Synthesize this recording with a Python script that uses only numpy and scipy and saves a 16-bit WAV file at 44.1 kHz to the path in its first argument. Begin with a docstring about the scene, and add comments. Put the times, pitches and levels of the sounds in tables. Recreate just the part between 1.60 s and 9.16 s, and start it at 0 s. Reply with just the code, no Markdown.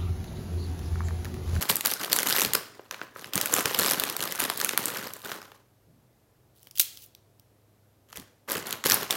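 """A small hard room, microphone close to the hands. A foil snack packet is pulled open, a hand digs in
and takes out some crisps, a thumb snaps one on the palm, nearer still, and the hand goes back in.
The film buckles in sharp snaps over a fine crackle and rings the air in the packet.
The walls answer with a short tail; far behind lie dull room noise and a faint hum."""
import sys
import numpy as np
from scipy import signal
from scipy.fft import rfft, irfft
from scipy.io import wavfile
from scipy.ndimage import map_coordinates

SR = 44100
rng = np.random.default_rng(int(sys.argv[2]) if len(sys.argv) > 2 else 0)


def output_pcm(signal):
    """Save a mono or channel-first signal as 16-bit PCM at the path in sys.argv[1].

    Samples are clipped to [-1, 1] before scaling.
    """
    pcm = np.clip(np.atleast_2d(signal).T, -1, 1) * 32767
    wavfile.write(sys.argv[1], SR, np.round(pcm).astype(np.int16))


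N = 333396
TIME = np.arange(N) / SR
TOP_HZ = 16000
GRIP_ATTACK_S = 0.016

# Levels are relative within each table; the functions set the balance.
# spectrum of the empty room: frequency_hz, level_db
ROOM_TONE = [(20, -44.5), (45, -18.5), (80, -14), (110, -14.5), (170, -18), (350, -18), (600, -20.5),
             (900, -27), (2500, -36), (9000, -40), (13000, -36), (16000, -43.5)]
# hum in the background: pitch_hz, level_db
HUM = [(102, -70.5), (124, -71.5)]
# a very faint falling tone: time_s, level_db, pitch_hz
WHINE = [(5.2, -86, 745), (5.5, -83, 715), (5.68, -78, 660), (5.85, -90, 620)]

# soft knocks, puffs of air and one longer low rub of the hands: start_s, level_db, fade_s
THUMPS = [(0.101, -38.5, 0.019), (0.831, -45.5, 0.066), (1.753, -38, 0.019), (4.27, -69.5, 0.2),
          (5.199, -66, 0.0051), (6.579, -50, 0.029), (6.97, -49.5, 0.028), (7.31, -43, 0.029)]
# their spectrum: frequency_hz, level_db
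THUMP_COLOUR = [(30, -40.5), (60, -7.5), (110, -5), (160, -2.5), (260, -8), (600, -28), (3000, -73.5)]

# the crisp cracks: start_s, level_db, tilt_db_per_octave
CRACKS = [(5.03, -50.5, 2), (5.071, -46, -6.5), (5.111, -44, -2), (5.156, -44, -5), (5.175, -34, -4.5),
          (5.183, -28.5, -0.5), (5.197, -12, -2), (5.201, -13.5, -2.5), (5.211, -25.5, 5.5),
          (5.214, -23.5, 0.5), (5.219, -27.5, 3), (5.373, -42, -3), (5.462, -49, 17), (5.55, -46, -6.5),
          (5.797, -52, -0.5)]
# the thumb rubs the crisp: start_s, length_s, level_db
RUBS = [(4.945, .14, -63), (5.15, 0.012, -39.5), (5.27, 0.15, -54.5), (5.415, 0.028, -49.5)]
# spectrum of the crisp: frequency_hz, level_db
CRISP_COLOUR = [(100, -36), (260, -24), (700, -33), (1050, -23), (2200, -15), (3100, -2), (5000, -2),
                (8500, -5), (13000, 2.5), (14200, -2), (15500, 0)]

# snaps of the film that stand out from the crackle: start_s, level_db, tilt_db_per_octave
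SNAPS = [(0.027, -26, 14.5), (0.098, -20, -7), (0.106, -20.5, 9), (0.157, -19.5, 10), (0.167, -24, 3),
         (0.209, -24.5, 2), (0.251, -26.5, -3), (0.259, -15.5, 3), (0.271, -21, 8), (0.314, -25, 6),
         (0.337, -22.5, 7), (0.53, -12.5, 2.5), (0.563, -19, 0), (0.588, -18.5, -1), (0.62, -30, -1),
         (0.631, -22, -1), (0.706, -23.5, -1.5), (0.784, -21, -2), (0.818, -18, 1), (0.935, -17.5, 4),
         (0.952, -17.5, -0.5), (1.194, -37.5, -14.5), (1.311, -29, -3.5), (1.344, -35, -7.5),
         (1.415, -29, -13.5), (1.561, -35.5, -15), (1.644, -34.5, -6), (1.735, -26.5, 2), (1.756, -20, 4),
         (1.778, -20.5, -2), (1.813, -19.5, 2.5), (1.859, -21.5, 2.5), (1.939, -14, 7.5), (2.057, -19, -2),
         (2.147, -20.5, -2.5), (2.19, -16.5, 5.5), (2.311, -17.5, 1), (2.398, -19.5, 1.5),
         (2.437, -20, -0.5), (2.499, -25.5, 0.5), (2.566, -24, -0.5), (2.626, -27, 0), (2.802, -20.5, -0.5),
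         (2.851, -26, -2), (2.9, -21, -1.5), (2.975, -27.5, 8), (3.001, -25, 1), (3.014, -22.5, 1.5),
         (3.047, -17.5, 3.5), (3.092, -21, -2), (3.134, -29, -6), (3.176, -15, 1), (3.257, -20.5, 7.5),
         (3.282, -28.5, -0.5), (3.371, -31.5, 1), (3.536, -32.5, 7), (3.717, -29, -6.5), (3.817, -41, -3.5),
         (3.918, -44.5, -8), (6.529, -40, -3), (6.919, -22.5, 6.5), (7.07, -31.5, 3), (7.108, -30, 2),
         (7.127, -24, 0.5), (7.24, -26.5, -2), (7.259, -23, 2), (7.299, -16.5, 5), (7.32, -13.5, 0.5),
         (7.343, -15, 21), (7.508, -17.5, 0.5)]
# the hand strains the packet (opens, digs, draws out, goes back): start_s, length_s, panel_db, crease_db
GRIPS = [ (0.0, 0.029, -33, -28.5), (0.084, 0.022, -32, -22), (0.231, .087, -34.5, -29),
         (0.394, 0.048, -34, -27), (0.491, 0.12, -35.5, -28), (0.651, 0.2, -31, -22.5),
         (0.932, 0.018, -33, -49.5), (1.11, 0.15, -56.5, -80), (1.307, 0.13, -45.5, -69),
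         (1.545, 0.13, -46.5, -47.5), (1.724, 0.18, -35, -35), (1.914, 0.096, -29.5, -25.5),
         (2.04, 0.15, -34.5, -33.5), (2.179, 0.16, -30, -24), (2.374, 0.15, -36.5, -35.5),
         (2.585, 0.087, -34.5, -29.5), (2.703, 0.055, -44, -28.5), (2.782, 0.055, -30, -25.5),
         (2.875, 0.11, -47, -39.5), (2.977, 0.15, -36, -36), (3.17, 0.23, -35.5, -36.5),
         (3.418, 0.065, -41, -42), (3.512, 0.13, -61, -48), (3.633, 0.12, -38.5, -42), (3.8, .17, -62, -63),
         (6.483, 0.092, -61, -53), (6.543, 0.047, -51, -39.5), (6.875, 0.1, -32, -32),
         (7.053, 0.077, -38, -37.5), (7.24, 0.1, -27, -22), (7.389, 0.052, -40.5, -35.5),
         (7.492, 0.033, -33, -28)]
# a crease runs across the film: peak_s, level_db, half_length_s
CREASE_RUNS = [(0.099, -17.5, 0.0055), (0.951, -16, 0.0022), (2.196, -29.5, 0.0052)]
# spectra of the film's snaps, wide panels and creases: frequency_hz, level_db
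SNAP_COLOUR = [(50, -38.5), (150, -20.5), (400, -3), (750, -6.5), (1500, 2.5), (2300, 0), (4000, 0.5),
               (9000, -2.5), (13000, 0.5), (14200, -4), (15500, -5.5)]
PANEL_COLOUR = [(35, -43), (70, -17), (160, -5), (400, 0), (700, -5), (1100, -2), (1800, -5), (2400, -12),
                (4000, -14), (9000, -21.5)]
CREASE_COLOUR = [(200, -27), (700, -8), (1500, 0), (3500, 5), (6000, 0.5), (10000, 0), (13000, 7.5),
                 (14200, -7.5), (15500, -3.5)]
# resonances of the air in the packet: pitch_hz, width_hz, level_db
AIR_MODES = [(418, 18, -5.5), (535, 17, -4.5), (833.6, 9.8, -12.5), (847, 7, -1.5), (1007, 9.5, 0.5),
             (1240, 22.2, -7.5), (1565, 40, -9)]


def undb(db):
    """Decibels to gain."""
    return 10 ** (np.asarray(db) / 20)


def unit(x):
    """Scale to rms 1."""
    return x / np.sqrt(np.mean(x ** 2) + 1e-18)


def add(track, start_s, sound):
    """Mix a sound in at a time."""
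    i = max(int(start_s * SR), 0)
    track[i:i + len(sound)] += sound[:max(N - i, 0)]


def wander(knots):
    """A random line through evenly spaced knots."""
    return np.interp(TIME, np.linspace(0, N / SR, knots), rng.standard_normal(knots))


def spectrum_db(points, hz):
    """Read a spectrum on a log-frequency axis."""
    point_hz, db = np.transpose(points)
    return np.interp(np.log(hz + 1), np.log(point_hz), db)


def response(db):
    """Causal impulse response of a dB spectrum, with unit energy."""
    cepstrum = irfft(db * np.log(10) / 20)
    half = len(cepstrum) // 2
    cepstrum[1:half] *= 2
    cepstrum[half + 1:] = 0
    impulse = irfft(np.exp(rfft(cepstrum)))
    return impulse / np.linalg.norm(impulse)


def coloured_noise(points):
    """Steady noise with the given spectrum; rms near 1."""
    impulse = response(spectrum_db(points, np.fft.rfftfreq(4096, 1 / SR)))
    return signal.fftconvolve(rng.standard_normal(N), impulse)[:N]


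def background():
    """Far behind the hands: dull room noise, a wavering hum and a faint falling tone."""
    bed = undb(-65.5) * coloured_noise(ROOM_TONE)
    for hz, db in HUM:
        drift_hz, swell_db = .6 * wander(40), 3 * wander(40)
        bed += undb(db + swell_db) * unit(np.sin(2 * np.pi * np.cumsum(hz + drift_hz) / SR))
    time_s, level_db, pitch_hz = np.transpose(WHINE)
    whine_gain = undb(np.interp(TIME, time_s, level_db, left=-120, right=-120))
    whine = np.sin(2 * np.pi * np.cumsum(np.interp(TIME, time_s, pitch_hz)) / SR)
    return bed + whine_gain * whine


def room(direct, t60_s, treble_t60_s, wet_db, walls=3):
    """The direct sound plus diffuse tails off the hard walls; their top dies sooner."""
    t, wet = TIME[:SR], 0
    crossover = [signal.butter(2, 7000, kind, fs=SR, output="sos") for kind in ("low", "high")]
    onset = np.clip((t - .004) / .0028, 0, 1)
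    for _ in range(walls):
        # crumpled film sends each click to each wall with slightly shifted resonances: a smooth tail
        shift_s = .0012 * wander(400)
        sent = map_coordinates(direct, [(TIME - shift_s) * SR], order=2)
        low, high = (signal.sosfilt(band, rng.standard_normal(SR)) for band in crossover)
        tail = onset * (low * 1000 ** (-t / t60_s) + undb(3) * high * 1000 ** (-t / treble_t60_s))
        wet = wet + signal.fftconvolve(sent, tail / np.linalg.norm(tail))[:N]
    return direct + undb(wet_db) * wet / np.sqrt(walls)


def thumps():
    """Soft knocks, puffs of air and one longer rub of the hands: low noise that swells fast and fades."""
    swell = np.zeros(N)
    for start_s, db, fade_s in THUMPS:
        add(swell, start_s, undb(db) * (1 - np.exp(-TIME / .001)) * np.exp(-TIME / fade_s))
    return undb(8.5) * swell * coloured_noise(THUMP_COLOUR)


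def strain(start_s, length_s, release_s, attack_s=GRIP_ATTACK_S):
    """Strain builds up, holds while the hand moves, then relaxes."""
    rise = np.clip((TIME - start_s) / attack_s, 0, 1)
    return rise * np.exp(-np.maximum(TIME - start_s - length_s, 0) / release_s)


def click(points, tilt_db, ring_s, tick, patchy_db, lag_s, size=1024):
    """One sudden give: a tick and a short flutter of a small facet with resonances of its own."""
    t, hz = np.arange(size) / SR, np.fft.rfftfreq(size, 1 / SR) + 1
    flutter_s = ring_s * np.exp(.22 * rng.standard_normal())
    force = rng.standard_normal(size) * np.exp(-t / flutter_s)
    force /= np.linalg.norm(force)
    force[0] += tick * rng.choice([-1, 1])
    knots = np.linspace(0, np.sqrt(SR / 2), 28)
    facet_db = patchy_db * np.interp(np.sqrt(hz), knots, rng.standard_normal(len(knots)))
    octaves = np.log2(np.clip(hz, 900, 11000) / 4000)
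    top_db = -20 * np.clip((hz - TOP_HZ) / 1000, 0, 1)
    body = response(spectrum_db(points, hz) + tilt_db * octaves + facet_db + top_db)
    # bending waves are slower at low pitch: 1 kHz arrives lag_s late, the treble first
    dispersion = np.exp(-4j * np.pi * lag_s * np.sqrt(hz * 1000))
    sound = irfft(rfft(force) * rfft(body) * dispersion)
    return sound / np.linalg.norm(sound)


def strikes(rows, points, ring_s, tick, patchy_db, lag_s):
    """Single clicks that stand out; each has the energy of 200 samples at its level."""
    track = np.zeros(N)
    for start_s, db, tilt_db in rows:
        sound = click(points, tilt_db, ring_s, tick, patchy_db, lag_s)
        add(track, start_s - lag_s / 2, undb(db) * np.sqrt(200) * sound)
    return track


def crackle(points, rate_hz, scatter_db, ring_s, patchy_db, even_s, count=60):
    """A stream of clicks from many facets, mostly weak and a few strong; rms near 1."""
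    track, power = np.zeros(N), np.zeros(N)
    facets = [click(points, .98 * rng.standard_normal(), ring_s, .45, patchy_db, lag_s=.000928)
              for _ in range(count)]
    waits, strengths, picks = rng.random((N // 10, 3)).T
    # strain has to build up again after each click, so they seldom fall on top of each other
    times = np.cumsum(.5 - .5 * np.log(1 - waits)) / rate_hz
    for start_s, strength, pick in zip(times[times < TIME[-1]], strengths, picks):
        gain = undb(scatter_db * min(-np.log(1 - strength), 3.5))
        add(track, start_s, gain * facets[int(pick * count)])
        power[int(start_s * SR)] += gain ** 2
    # the hand feeds in energy steadily, so a strong click relieves its neighbours
    window = signal.windows.hann(int(even_s * SR))
    local_power = np.abs(signal.fftconvolve(power, window / window.sum(), "same"))
    return track / np.sqrt(local_power + 1e-4)


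def crisp():
    """A crisp breaks under the thumb: brittle cracks, with crumbs grinding between them."""
    cracks = strikes(CRACKS, CRISP_COLOUR, ring_s=.0013, tick=.3, patchy_db=1.5, lag_s=.0005)
    crumbs = crackle(CRISP_COLOUR, rate_hz=400, scatter_db=5, ring_s=.0005, patchy_db=2.5, even_s=.012)
    rubbing = sum(undb(db) * strain(s, length_s, release_s=.01) for s, length_s, db in RUBS)
    breaking = undb(-24) * strain(start_s=5.191, length_s=.015, release_s=.014, attack_s=.005)
    return undb(-.5) * cracks + (rubbing + breaking) * crumbs


def packet():
    """Foil close to the microphone: snaps, dull flexing panels and creases, all ringing the air inside."""
    snaps = strikes(SNAPS, SNAP_COLOUR, ring_s=.0012, tick=.4, patchy_db=3, lag_s=.0011)
    buckles = crackle(CREASE_COLOUR, rate_hz=100, scatter_db=4, ring_s=.0009, patchy_db=4, even_s=.08)
    fizz = crackle(CREASE_COLOUR, rate_hz=1600, scatter_db=2, ring_s=.001, patchy_db=3.5, even_s=.012)
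    panels = crackle(PANEL_COLOUR, rate_hz=330, scatter_db=4, ring_s=.0026, patchy_db=5, even_s=.2)
    pops = crackle(SNAP_COLOUR, rate_hz=40, scatter_db=2.5, ring_s=.0011, patchy_db=5, even_s=.3)
    # the wide panels settle more slowly than the creases
    flexing = sum(undb(db) * strain(s, length_s, release_s=.055) for s, length_s, db, _ in GRIPS)
    creasing = sum(undb(db) * strain(s, length_s, release_s=.015) for s, length_s, _, db in GRIPS)
    running = sum(undb(db) * np.exp(-((TIME - s) / half_s) ** 2) for s, db, half_s in CREASE_RUNS)
    creases = creasing * (undb(.5) * buckles + undb(-5) * pops + undb(-16) * fizz)
    film = undb(-.5) * snaps + undb(-2.5) * flexing * panels + undb(-5.5) * creases + running * fizz
    air = sum(undb(db) * signal.lfilter(*signal.iirpeak(hz, hz / width_hz, SR), film)
              for hz, width_hz, db in AIR_MODES)
    return film + undb(-2.5) * air


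def scene():
    """Packet, crisp and hands at one microphone; the crisp is held nearer, so more of it arrives direct."""
    brittle = crisp()
    near = packet() + undb(-1.5) * brittle + thumps()
    in_room = room(near, t60_s=.5, treble_t60_s=.25, wet_db=-11)
    return (in_room + undb(-18.5) * brittle + background())[None]


def record(dry):
    """The microphone rounds the tallest peaks and the top is cut off."""
    lowpass = signal.ellip(10, .2, 70, TOP_HZ, fs=SR, output="sos")
    return signal.sosfilt(lowpass, np.tanh(dry))


dry = scene()
out = record(dry)
output_pcm(out)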